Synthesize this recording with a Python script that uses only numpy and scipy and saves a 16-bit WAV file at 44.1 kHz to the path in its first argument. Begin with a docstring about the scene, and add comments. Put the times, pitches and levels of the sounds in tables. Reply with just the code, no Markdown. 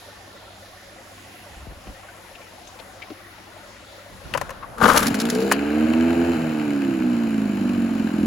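"""Two-stroke outboard in a bin of water.

A small twin in a walled yard, heard by a phone: hand bumps and drips, fingers tap the cover, the starter
grinds, the engine catches, races and slows. Firing pulses ring the drowned exhaust leg and the air box;
throbbing noise makes clatter and hiss. A hose trickles in as gliding bubble tones over a noisy yard."""
import sys
import numpy as np
from scipy import signal
from scipy.fft import rfft, irfft, next_fast_len
from scipy.io import wavfile
from scipy.ndimage import uniform_filter1d

SR = 44100
rng = np.random.default_rng(int(sys.argv[2]) if len(sys.argv) > 2 else 0)


def bounce(signal):
    """Save signal as a 16-bit WAV file at the path given by the first command-line argument."""
    frames = np.transpose(np.atleast_2d(signal))
    limited = np.clip(frames, -1, 1)
    pcm = np.round(limited * 32767).astype(np.int16)
    wavfile.write(sys.argv[1], SR, pcm)


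N = 364266


def undb(db):
    """Amplitude factor for a level in dB."""
    return 10 ** (np.asarray(db) / 20)


def level(x, db):
    """Scale to an rms in dB."""
    return x * undb(db) / np.sqrt(np.mean(x ** 2))


def ramp(start, length):
    """0 before start, 1 after start + length, in seconds."""
    return np.clip((np.arange(N) / SR - start) / length, 0, 1)


def curves(table):
    """Columns on every sample, and a gate that is open while the table lasts."""
    s, *columns = np.transpose(table)
    t = np.arange(N) / SR
    gate = np.clip(np.minimum(t - s[0], s[-1] + 0.032 - t) / 0.022, 0, 1)
    return [np.interp(t, s, c) for c in columns] + [gate]


def pan(x, db):
    """Two channels, the left louder than the right by db."""
    return x * undb(np.array([db / 2, -db / 2]).reshape(2, -1))


def peak(x, hz, q):
    """One resonance."""
    return signal.lfilter(*signal.iirpeak(hz, q, SR), x)


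def band(x, order, edges_hz, kind="band"):
    """Butterworth filter."""
    return signal.sosfilt(signal.butter(order, edges_hz, kind, fs=SR, output="sos"), x)


def modes(x, table):
    """Resonances side by side, alternating in sign; rms 1."""
    out = 0
    for k, (hz, width_hz, db) in enumerate(table):
        out = out + (-1) ** k * undb(db) * peak(x, hz, hz / width_hz)
    return level(out, 0)


def colour(x, table):
    """Shape a noise to (Hz, dB) points; rms 1."""
    hz, db = np.transpose(table)
    size = next_fast_len(N)
    bins_hz = np.arange(size // 2 + 1) * SR / size
    gain = undb(np.interp(np.log(bins_hz + 1), np.log(hz), db))
    return level(irfft(rfft(x, size) * gain, size)[..., :N], 0)


def walk(rate):
    """Random levels held 1 / rate s and slewed; spread near 1."""
    k = int(SR / rate)
    steps = np.repeat(rng.standard_normal(N // k + 1), k)
    return 1.3 * uniform_filter1d(uniform_filter1d(steps, k), k)[:N]


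def pair(alike):
    """Left and right noise with the given likeness."""
    mid, side = rng.standard_normal((2, N))
    return np.sqrt((1 + alike) / 2) * mid + np.sqrt((1 - alike) / 2) * side * np.array([[1], [-1]])


def airy(alike):
    """Broad noise that is nearly the same left and right above 7 kHz."""
    return band(pair(alike), 4, 7000, "low") + band(pair(.96), 4, 7000, "high")


# Engine speed. Each row: time in seconds, firing rate in Hz.
SPEED = [(4.958, 31), (5.03, 37), (5.08, 45.5), (5.12, 48.45), (5.2, 55.75), (5.3, 59.2), (5.45, 66.79),
         (5.6, 70.51), (5.8, 77.25), (6.0, 81.95), (6.15, 84.4), (6.3, 85.0), (6.5, 78.2), (6.9, 66.7),
         (7.1, 60.02), (7.3, 55.5), (7.7, 48.15), (7.9, 45.28), (8.26, 41.13)]
# Exhaust course. Each row: time in seconds, low leg ring in dB, high leg ring in dB, bare thump in dB.
EXHAUST = [(4.98, -33, -43, -28.5), (5.14, -29.5, -28, -22.5), (5.45, -23, -25.5, -31.5),
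           (5.66, -39, -24.5, -40), (5.85, -22.5, -19, -29.5), (6.1, -20, -17.5, -32),
           (6.3, -18.5, -16.5, -41), (6.42, -27.5, -26.5, -33), (6.6, -46, -23.5, -31),
           (6.85, -30.5, -21, -36), (6.97, -25.5, -19.5, -42), (7.05, -20, -22, -38),
           (7.4, -26.5, -26, -22.5), (7.88, -21, -41, -22), (7.92, -27.5, -22, -24),
           (8.26, -23, -37, -17.5)]
# Layer levels before the mix. Each entry: coasting dB, dB added under load,
# dB per octave of speed under load, dB added with the phone close.
LAYERS = dict(box=(-46, 15.5, 13, 4), intake=(-40, 10, 9, 1), clatter=(-41.5, 6.5, 2.5, -1),
          hiss=(-49, 4.5, 9.5, 8), shake=(-62, 28.5, 29.5, -4))
REFERENCE_HZ = 92.8  # firing rate from which speed octaves count
THROTTLE_SHUT_S, SHUT_LAG_TURNS, COAST_S, LURCH_S = 6.35, .22, 0.44, 0.22  # load and jolt decay after the shut
PULLED_BACK_S, PULL_S = 5.53, 0.034  # the phone leaves the cover
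TURNED_S, TURN_S, CLOSE_PAN_DB, FAR_PAN_DB = 5.2, 0.37, 16.5, 3.5  # it first swings to face the engine


def engine():
    """Speed, load and phone distance drive the leg, air box, intake, clatter, hiss and shaking stand."""
    t = np.arange(N) / SR
    hz = curves(SPEED)[0]
    low_db, high_db, thump_db, gate = curves(EXHAUST)
    running = np.sqrt(np.mean(gate))  # offsets the silent span in the rms scaling
    shut = ramp(THROTTLE_SHUT_S, .03)
    since = np.maximum(t - THROTTLE_SHUT_S, 0)
    load = np.exp(-since / COAST_S)
    lurch = shut * np.exp(-since / LURCH_S)
    octaves = np.log2(hz / REFERENCE_HZ)
    close = 1 - ramp(PULLED_BACK_S, PULL_S)
    pan_db = CLOSE_PAN_DB + (FAR_PAN_DB - CLOSE_PAN_DB) * ramp(TURNED_S - TURN_S / 2, TURN_S)
    gain = {}
    for name, (db, load_db, rev_db, close_db) in LAYERS.items():
        gain[name] = undb(db + load * (load_db + rev_db * octaves) + close * close_db)

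    # one turn per firing; the thump peaks just after the port opens
    turns = np.cumsum(hz * (t > SPEED[0][0])) / SR + 0.036 + hz * 0.00388 - SHUT_LAG_TURNS * shut
    pulses, miss_db = firings(t, turns, hz, octaves, lurch)
    leg = running * exhaust_leg(pulses, miss_db, low_db, high_db, thump_db)
    box = running * air_box(t, pulses) * gain["box"]
    air = 0.87 * intake(turns, hz, load, running) * gain["intake"]
    throb = knocking(turns)
    near = box + air + clatter(throb) * gain["clatter"]
    shake = stand(turns, octaves, shut, lurch, gain["shake"])
    return gate * (leg + pan(np.sqrt(2) * shake, -1.0) + pan(near, pan_db) + hiss(turns, throb) * gain["hiss"])


# Firings that fall weak or come hard. Each row: time in seconds, level change in dB.
MISFIRES = [(5.127, -5), (5.203, -15), (5.309, -13.5), (5.406, -5), (5.868, -12), (5.926, -13),
            (6.085, -3.5), (6.144, -12.5), (6.242, -8.5), (6.262, -5), (6.324, -5.5), (6.365, -6),
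            (7.005, 2), (7.382, 1), (7.554, 0), (7.736, -3.5), (7.844, 2.5), (7.865, -6), (8.101, -17),
            (8.209, 3.5)]
MISFIRE_S = 0.0062
WEAK_DB, WEAK_LURCH_DB = -4.2, -3  # second cylinder: per squared octave, and just after the shut


def firings(t, turns, hz, octaves, lurch):
    """One blow-down pulse a firing, uneven in time and strength; the second cylinder is weaker."""
    count = turns.astype(int)
    at = np.flatnonzero(np.diff(count)) + 1
    strength, timing = rng.standard_normal((400, 2))[:len(at)].T
    coarse = t[::50]
    miss_db = sum(db * np.exp(-.5 * ((coarse - s) / MISFIRE_S) ** 2) for s, db in MISFIRES)
    miss_db = np.interp(t, coarse, miss_db)
    weak_db = WEAK_DB * octaves ** 2 + WEAK_LURCH_DB * np.sqrt(lurch)
    scatter_db = 50 / hz[at]  # slow running fires less evenly
    late = ((.005 - .010 * octaves[at]) * SR / hz[at] * timing).astype(int)
    pulse_db = miss_db[at] + weak_db[at] * (count[at] % 2) + scatter_db * strength
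    pulses = np.zeros(N)
    pulses[np.minimum(at + late, N - 1)] = undb(pulse_db) / np.sqrt(hz[at])
    return pulses, miss_db


# Exhaust leg resonances. Each row: centre in Hz, width in Hz, level in dB.
LEG_LOW = [(248.8, 38, 2.5), (165, 390, -14)]
# Upper exhaust leg resonance. Each row: centre in Hz, width in Hz, level in dB.
LEG_HIGH = [(323.3, 79, 0)]
CHOKE_START_S, CHOKE_END_S, CHOKE_DB = 8.098, 8.114, -16  # the leg's rings dip after a missed stroke
THUMP_HZ, THUMP_S, THUMP_LATE_S = 262, .0028, .0028


def exhaust_leg(pulses, miss_db, low_db, high_db, thump_db):
    """Pulses and gas churning in the water ring the leg, over a bare thump of a few swelling cycles."""
    firing = signal.sosfilt(signal.cheby2(2, 24, [125, 385], "band", fs=SR, output="sos"), pulses)
    firing = peak(firing, 270, 1.6)  # water softens the front of each thump
    gas = modes(rng.standard_normal(N), [(260, 200, 0)])
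    churn = level(firing, 0) + undb(-15) * gas
    low = pan(modes(churn, LEG_LOW) * undb(low_db), -2.0)
    high = pan(modes(modes(churn, LEG_HIGH), LEG_HIGH) * undb(high_db), -3.0)
    choke = undb(CHOKE_DB * (ramp(CHOKE_START_S, .003) - ramp(CHOKE_END_S, .006)))
    rings = (low + high) * undb(0.27 * miss_db) * choke
    half = int(.01 * SR)
    span = np.arange(-half, half + 1) / SR - THUMP_LATE_S
    swell = np.cos(2 * np.pi * THUMP_HZ * span) * np.exp(-.5 * (span / THUMP_S) ** 2)
    thump = signal.oaconvolve(pulses, swell, "same")
    return rings + pan(level(thump, 0) * undb(thump_db), -1.5)


# Air box resonance. Each row: centre in Hz, width in Hz, level in dB.
AIR_BOX = [(441.7, 35, 0)]
HOWL_S, HOWL_DB, HOWL_LENGTH_S = 5.41, 9.5, 0.096


def air_box(t, pulses):
    """Firing pulses ring the air box, which howls for a moment as the revs rise."""
    howl = undb(HOWL_DB * np.exp(-.5 * ((t - HOWL_S) / HOWL_LENGTH_S) ** 2))
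    return modes(peak(pulses, 450, 3.0), AIR_BOX) * howl


# Intake resonances. Each row: centre in Hz, width in Hz, level in dB.
INTAKE = [(526, 54, 1), (670, 47, 1.5), (744, 100, -2.5), (885, 190, -8)]


def intake(turns, hz, load, running):
    """Evenly opening reeds click, and each stroke draws a gulp of air noise."""
    reeds = np.diff(turns.astype(int), prepend=0) / np.sqrt(hz)
    reeds = band(reeds, 2, 500, "high")
    gulp = .4 + np.exp(-(turns % 1) / .3)
    air = np.array([modes(n * gulp, INTAKE) for n in pair(.5)])
    return running * (.5 + .15 * load) * modes(reeds, INTAKE) + 1.05 * air


def knocking(turns):
    """Envelope of three knocks a revolution (two firings), the first on average the hardest."""
    thirds = 1.5 * turns + .3
    knock = undb(4 * rng.standard_normal(600) + np.resize([3, -3, -2], 600))[thirds.astype(int)]
    return 1 + 1.1 * np.exp(-(thirds % 1) / .3) * knock


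# Block and cover resonances. Each row: centre in Hz, width in Hz, level in dB.
CLATTER = [(1200, 460, -9.5), (1613, 290, -3.5), (2100, 760, -8), (2566, 730, -7), (3082, 81, -9.5),
           (4016, 216, -24.5)]


def clatter(throb):
    """Noise knocked in time with the crank rings the block and cover."""
    return np.array([modes(n * throb, CLATTER) for n in pair(.6)])


# Hiss spectrum. Each row: frequency in Hz, relative density in dB per Hz.
HISS = [(2500, -32), (3300, -7), (4000, 1.5), (6000, -10.5), (7250, 0.5), (8000, -12), (10600, -8),
        (13000, -11), (16000, -12.5)]


def hiss(turns, throb):
    """Broad noise that throbs with the knocks and swells once a firing."""
    return colour(airy(.2) * (throb + np.cos(np.pi * turns) ** 2), HISS)


LURCH_DB, WOBBLE_DB = -29.5, -54.5  # at twice the firing rate: jolt at the shut, steady part
ROCK_DB, ROCK_FLUTTER_DB = 8.5, 3  # after the shut: rise per octave of slowing, unevenness
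RUMBLE_DB = -44.5


def stand(turns, octaves, shut, lurch, loaded):
    """The stand rocks at once and twice the firing rate, and the bin rumbles."""
    rock_db = -ROCK_DB * octaves
    once = loaded * (1 - shut) + undb(LAYERS["shake"][0] + rock_db) * shut
    twice = undb(WOBBLE_DB + rock_db * shut) + undb(LURCH_DB) * lurch
    shake = once * np.sin(2 * np.pi * turns) + twice * np.sin(4 * np.pi * turns)
    shake = shake * undb(ROCK_FLUTTER_DB * shut * walk(14))
    bin_mode = [(145, 160, 0)]
    rumble = modes(modes(rng.standard_normal(N), bin_mode), bin_mode)
    return shake + undb(RUMBLE_DB + 2 * walk(25)) * rumble


# Starter heaves. Each row: full at seconds, held till seconds, grind in dB, treble in dB.
HEAVES = [(4.832, 4.863, -13.5, -30.5), (4.871, 4.906, -12.5, -24.5), (4.959, 4.963, -11.5, -21.5),
          (5.024, 5.035, -27.5, -32.5)]
# Pinion speed. Each row: time in seconds, teeth passing in Hz.
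TEETH = [(4.8, 224.9), (4.875, 237.1), (4.9, 299.7), (4.93, 251.2), (4.97, 290.5)]
# Pinion and flywheel resonances. Each row: centre in Hz, width in Hz, level in dB.
GEAR = [(451, 62, 9), (860, 400, 4.5), (1200, 206, 10.5), (1520, 304, 5), (1880, 280, -18),
        (2880, 300, -21)]
# Scrape spectrum. Each row: frequency in Hz, relative density in dB per Hz.
SKATE = [(900, -11.5), (1500, -2), (2400, -9), (5800, -12.5), (8300, -9.5), (11200, -10.5), (13500, -13),
         (16300, -26)]
STARTER_ON_S, STARTER_OFF_S = 4.76, 5.12
HEAVE_RISE_DB_S, GRIND_FALL_DB_S, TREBLE_FALL_DB_S = 573, 314, 159
THUD_DB, THUD_SAG_DB, THUD_SAG_S = -19, -9.5, 0.076
TOOTH_CLICK_DB, TOOTH_TONE_DB = -4.5, -0.5


def starter():
    """The pinion grinds the flywheel teeth in heaves over the compressions, then skates free."""
    t = np.arange(N) / SR

    def heave(full, till, db, fall_db_s):
        rise = HEAVE_RISE_DB_S * np.maximum(full - t, 0)
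        return undb(db - rise - fall_db_s * np.maximum(t - till, 0))

    effort = np.max([heave(a, b, db, GRIND_FALL_DB_S) for a, b, db, _ in HEAVES], axis=0)
    treble = np.max([heave(a, b, db, TREBLE_FALL_DB_S) for a, b, _, db in HEAVES], axis=0)
    bite = HEAVES[0][0]
    sag = 1 - np.exp(-np.maximum(t - bite, 0) / THUD_SAG_S)
    weight = heave(bite, bite, THUD_DB, 0) * undb(THUD_SAG_DB * sag)
    gate = ramp(STARTER_ON_S, 0.0067) - ramp(STARTER_OFF_S, 0.033)

    passed = np.cumsum(curves(TEETH)[0] * (1 + .05 * walk(150))) / SR  # teeth so far
    clicks = level(np.diff(passed.astype(int), prepend=0), TOOTH_CLICK_DB)
    rasp = rng.standard_normal(N) * (.25 + 1.8 * np.exp(-(passed % 1) / .22))
    teeth = (clicks + rasp) * undb(4 * walk(260))
    grind = modes(teeth, GEAR) * effort
    body = modes(rng.standard_normal(N), [(240, 62, 10.0), (105, 470, -1.5)])
    thud = (body + undb(TOOTH_TONE_DB) * np.sin(2 * np.pi * passed)) * weight
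    scrape = colour(airy(.6) * undb(3.0 * walk(400)), SKATE)
    return gate * (pan(grind, 13.2) + thud + scrape * treble) + skating(scrape)


# Teeth skating over the flywheel. Each row: start in seconds, level in dB before SKATE_TRIM_DB,
# decay in seconds, ring in Hz.
SKATES = [(4.781, -24, 0.0073, 1300), (4.957, -7.5, 0.014, 2800), (4.974, 1.5, 0.0043, 5640),
          (4.992, -10, 0.0066, 1500), (5.025, -10, 0.0072, 1600), (5.052, -14.5, 0.013, 1690),
          (5.066, -4, 0.0067, 4700), (5.081, -5, 0.0024, 4520), (5.111, -22, 0.0068, 4600),
          (5.142, -13, 0.0061, 1570), (5.149, -12, 0.005, 5340), (5.189, -16, 0.0055, 4510),
          (5.199, -10.5, 0.013, 5000), (5.213, -10.5, 0.005, 4400), (5.253, -13, 0.0095, 3360),
          (5.2877, -20, 0.0049, 4300), (5.2991, -10, 0.01, 4900), (5.326, -19, 0.0078, 5200),
          (5.349, -18, .012, 4800), (5.403, -17, .005, 4600), (5.422, -21, 0.0088, 4730)]
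SKATE_TRIM_DB, SKATE_RING_DB, SKATE_RING_Q, SKATE_RISE_S = -14, -3, 2.6, 0.00089


def skating(scrape):
    """Each skate is a short burst of scrape that sings in its own band."""
    out, u = np.zeros((2, N)), np.arange(int(.08 * SR)) / SR
    for s, db, decay, hz in SKATES:
        part = slice(int(s * SR), int(s * SR) + len(u))
        ring = level(peak(scrape[:, part], hz, SKATE_RING_Q), SKATE_RING_DB)
        shape = np.exp(-u / decay) * (1 - np.exp(-u / SKATE_RISE_S))
        out[:, part] += (scrape[:, part] + ring) * undb(db + SKATE_TRIM_DB) * shape
    return out


# Fingers on the cover. Each row: start in seconds, peak in dB, crack in dB, rattle length in seconds,
# brightness in dB an octave, left minus right in dB.
TAPS = [(4.338, -12, -32.5, 0.0059, 8, 7.5), (4.348, -13.5, -41, 0.012, -3.5, 14.5),
        (4.375, -14.5, -27.5, 0.0084, -1.5, 8.5), (4.413, -16, -31, 0.0068, -8, 11.5),
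        (4.493, -22, -43, 0.0068, -4, 11), (4.505, -26, -36, 0.013, -3, 6),
        (5.514, -4.5, -20, 0.0097, 0, 2), (5.522, -22.5, -16, 0.028, 10, 14.5)]
# Cover resonances. Each row: centre in Hz, width in Hz, level in dB.
COVER = [(548, 64, 2.5), (1026, 130, 4.5), (1680, 440, -2), (2930, 350, -10), (4630, 400, -23.5)]


def taps():
    """Each tap is a short noise rattle into the cover modes, with a crack on top."""
    out, t = np.zeros((2, N)), np.arange(int(.1 * SR)) / SR
    noise = rng.standard_normal((len(TAPS), 2, len(t)))
    for (s, db, crack_db, length, tilt_db, pan_db), (rattle, crack) in zip(TAPS, noise):
        burst = np.exp(-(t / length) ** 2)
        tilted = [(hz, width, g + tilt_db * np.log2(hz / 1000)) for hz, width, g in COVER]
        body = modes(rattle * burst, tilted)
        crack = level(peak(crack, 6500, .8), crack_db) * np.exp(-t / 0.0045)
        tap = undb(db) * body / np.abs(body).max() + crack
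        out[:, int(s * SR):int(s * SR) + len(t)] += pan(tap, pan_db)
    return out


# Drips and small knocks nearby. Each row: start in seconds, level in dB, ring in Hz, rise in seconds,
# click in dB against the ring, left minus right in dB.
KNOCKS = [(.075, -39, 570, .004, -15, -1), (.655, -44, 1770, .004, -15, -1),
          (1.457, -42, 581, 0.0046, -15, 0), (2.081, -41, 1514, 0.006, -21, 3),
          (2.579, -44, 746, 0.003, -15, 5), (3.56, -41, 631, 0.0054, -15, 6),
          (2.351, -42, 2730, .001, -8, 11), (2.412, -46, 2370, .004, -8, 10),
          (2.671, -44.5, 6330, 0.0025, 6, 10), (1.87, -47, 2470, .0005, 1, 2),
          (2.789, -48, 890, .001, 13, 8), (2.797, -40, 657, 0.0016, 8.5, 12),
          (3.018, -33.5, 2290, 0.0026, -12, 10), (3.1, -31, 316, 0.0096, -1.5, 5),
          (4.624, -29, 1108, 0.0055, -41, 9)]
KNOCK_T60_S, KNOCK_RISE_S = 0.063, 0.0027


def knocks():
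    """A short ring in a grainy body, with a soft scrape at the start."""
    out, t = np.zeros((2, N)), np.arange(int(.15 * SR)) / SR
    noise = rng.standard_normal((len(KNOCKS), len(t)))
    for (s, db, hz, rise, click_db, pan_db), grain in zip(KNOCKS, noise):
        fade = np.exp(-np.log(1000) * t / KNOCK_T60_S) * (1 - np.exp(-t / rise)) ** 2
        body = level(peak(peak(grain, hz, 1.5), hz, 3), -4)
        ring = (0.79 * np.sin(2 * np.pi * hz * t) + body) * fade / fade.max()
        edge = level(band(grain, 3, [400, 4000]), click_db)
        edge = edge * np.exp(-t / 0.0051) * (1 - np.exp(-t / KNOCK_RISE_S))
        out[:, int(s * SR):int(s * SR) + len(t)] += pan(undb(db) * (ring + edge), pan_db)
    return out


# Dropping twangs. Each row: start in seconds, peak in dB before the decay, time already travelled
# in seconds, left minus right in dB.
TWANGS = [(1.668, -34, 0.0017, 8), (1.87, -34, 0.0007, 1)]
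TWANG_TURNS, TWANG_S = 1.47, 0.033  # cycles while the elapsed time grows e-fold; decay


def twangs():
    """A jolt that spreads out on its way: the highs arrive first, the lows ever later."""
    out, t = np.zeros((2, N)), np.arange(int(.15 * SR)) / SR
    for s, db, lead, pan_db in TWANGS:
        sweep = -np.sin(2 * np.pi * TWANG_TURNS * np.log(1 + t / lead)) * np.exp(-t / TWANG_S)
        out[:, int(s * SR):int(s * SR) + len(t)] += pan(undb(db) * sweep, pan_db)
    return out


# Bumps of the hand on the phone. Each row: centre in seconds, level in dB, length in seconds, wobble in Hz.
BUMPS = [(1.525, -50, 0.018, 65), (1.58, -44, 0.011, 60), (1.631, -44, 0.02, 68), (1.715, -41, 0.016, 56),
         (1.774, -48, .012, 75), (1.893, -42.5, 0.023, 62), (4.156, -46, 0.03, 75), (4.265, -42, 0.014, 60),
         (4.378, -37.5, 0.042, 70), (4.456, -47, 0.047, 60), (4.666, -44, 0.24, 85)]
CASE_DB = 6.5  # case wobble over the rumble, in bumps under 30 ms


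def handling():
    """Low lumpy rumble through the phone case, not quite alike left and right."""
    lumps, t = undb(2.0 * walk(24.93)), np.arange(N) / SR
    case = [(15, -37), (42, -0.5), (75, -7.0), (160, -8.0), (600, -20.0), (3000, -32.0), (9000, -77)]
    rumble = np.array([colour(n * lumps, case) for n in pair(0.53)])
    out = 0
    for s, db, length, hz in BUMPS:
        wobble = undb(CASE_DB) * np.cos(2 * np.pi * hz * (t - s)) * (length < .03)
        out = out + undb(db) * np.exp(-.5 * ((t - s) / length) ** 2) * (rumble - wobble)
    return out


# Recurring bubble sizes. Each row: ring in Hz, spread either way in Hz.
BIN = [(575, 59), (730, 57), (880, 72), (1100, 60), (1400, 93), (1790, 35), (1950, 43)]


def trickle(bubbles=1080, trickle_db=-50):
    """Bubbles from the hose: short tones gliding up, the low ones commonest; one size gurgles on for a while."""
    runs = rng.random(50)  # the size that recurs in each fiftieth of the time
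    out, t = np.zeros((2, N + SR)), np.arange(int(0.054 * SR)) / SR
    for when, kind, off, size, place in rng.random((bubbles, 5)):
        if place < .22:
            kind = runs[int(when * len(runs))]
        hz, spread = BIN[int(len(BIN) * kind ** 1.5)]
        hz += spread * 2 * (off - .5)
        fade = np.exp(-t * (62 + hz / 20)) * (1 - np.exp(-t * 320))
        drop = np.sin(2 * np.pi * hz * t * (1 + 0.4 * t)) * fade
        at = int(when * N)
        out[:, at:at + len(t)] += pan(drop * undb(-1.8 * np.log(size + .02)), 12 * (place - .5))
    return level(out[:, :N], trickle_db)


# Yard spectrum. Each row: frequency in Hz, relative density in dB per Hz.
YARD = [(15, -47), (25, -12), (100, -7), (124, -12.5), (195, -12), (285, -10.5), (330, -7.5), (400, -11.5),
        (570, -9), (920, -11), (1830, -11), (5000, -18.5), (7500, -23), (11000, -24), (16300, -34.5)]
# Left-right likeness. 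Each row: frequency in Hz, likeness from 0 to 1.
YARD_ALIKE = [(60, .97), (250, .85), (600, .3), (5000, .2), (7500, .95), (16000, .97)]
# Mains hum. Each row: frequency in Hz, mean level in dB.
HUM = [(99, -57.5), (195, -63), (52.3, -67)]
# The phone turns, then a cupped hand closes round it. Each row: from seconds, to seconds,
# treble change in dB, middle change in dB, change of left minus right in dB.
MOVES = [(1.5, 2.0, -0.5, 0.5, 3), (4.08, 4.35, 1, 5, 2), (4.425, 4.608, -4, 1.5, -2.5)]
YARD_DB, OPEN_DB, OPEN_PAN_DB = -43.5, -1.5, 0  # OPEN: treble and middle, and pan, before the moves


def yard():
    """Splashing hiss and town murmur in half-octave bands that flicker alone, over mains hum."""
    out, t = 0, np.arange(N) / SR
    moved = sum(np.outer(change, ramp(a, b - a)) for a, b, *change in MOVES)
    shade_db, cup_db, pan_db = np.reshape([OPEN_DB, OPEN_DB, OPEN_PAN_DB], (3, 1)) + moved
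    alike_hz, likeness = np.transpose(YARD_ALIKE)
    for hz in 30 * 2 ** np.arange(0, 9.2, .5):
        alike = np.clip(np.interp(np.log(hz), np.log(alike_hz), likeness), 0, 1)
        noise = band(pair(alike), 2, [hz / 2 ** 0.23, hz * 2 ** 0.25])
        flicker_db = 1.6 * walk(12) + 0.74 * walk(1.63)
        out = out + noise * undb(flicker_db + shade_db * (hz > 1800) + cup_db * (400 < hz < 1800))
    hum = sum(undb(db + 0.5 * walk(2.95)) * np.sqrt(2) * np.sin(2 * np.pi * hz * t) for hz, db in HUM)
    return pan(undb(YARD_DB) * colour(out, YARD) + hum, pan_db)


def scene():
    """Engine and starter, hand and water sounds, and the yard behind."""
    return engine() + starter() + taps() + knocks() + twangs() + handling() + trickle() + yard()


# Phase between left and right, stepping wider through the treble. Each row: frequency in Hz,
# left lead in radians.
PHASE_LEAD = [(0, 0), (300, .3), (900, .5), (3000, 0), (7400, 0), (8000, -2.9), (9000, -3.3), (9700, -6.2),
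              (12000, -6.4), (12600, -9.3), (14300, -9.6), (14900, -12.5)]
TOP_HZ = 16200


def record(dry):
    """A phase table turns left against right, band by band; loud peaks are rounded and the top is cut."""
    size = next_fast_len(N)
    lead = np.interp(np.arange(size // 2 + 1) * SR / size, *np.transpose(PHASE_LEAD))
    turned = irfft(rfft(dry, size) * np.exp(.5j * np.outer([1, -1], lead)), size)[:, :N]
    rounded = np.tanh(1.05 * turned) / 1.05
    return signal.sosfilt(signal.ellip(8, .2, 70, TOP_HZ, fs=SR, output="sos"), rounded)


dry = scene()
out = record(dry)
bounce(out)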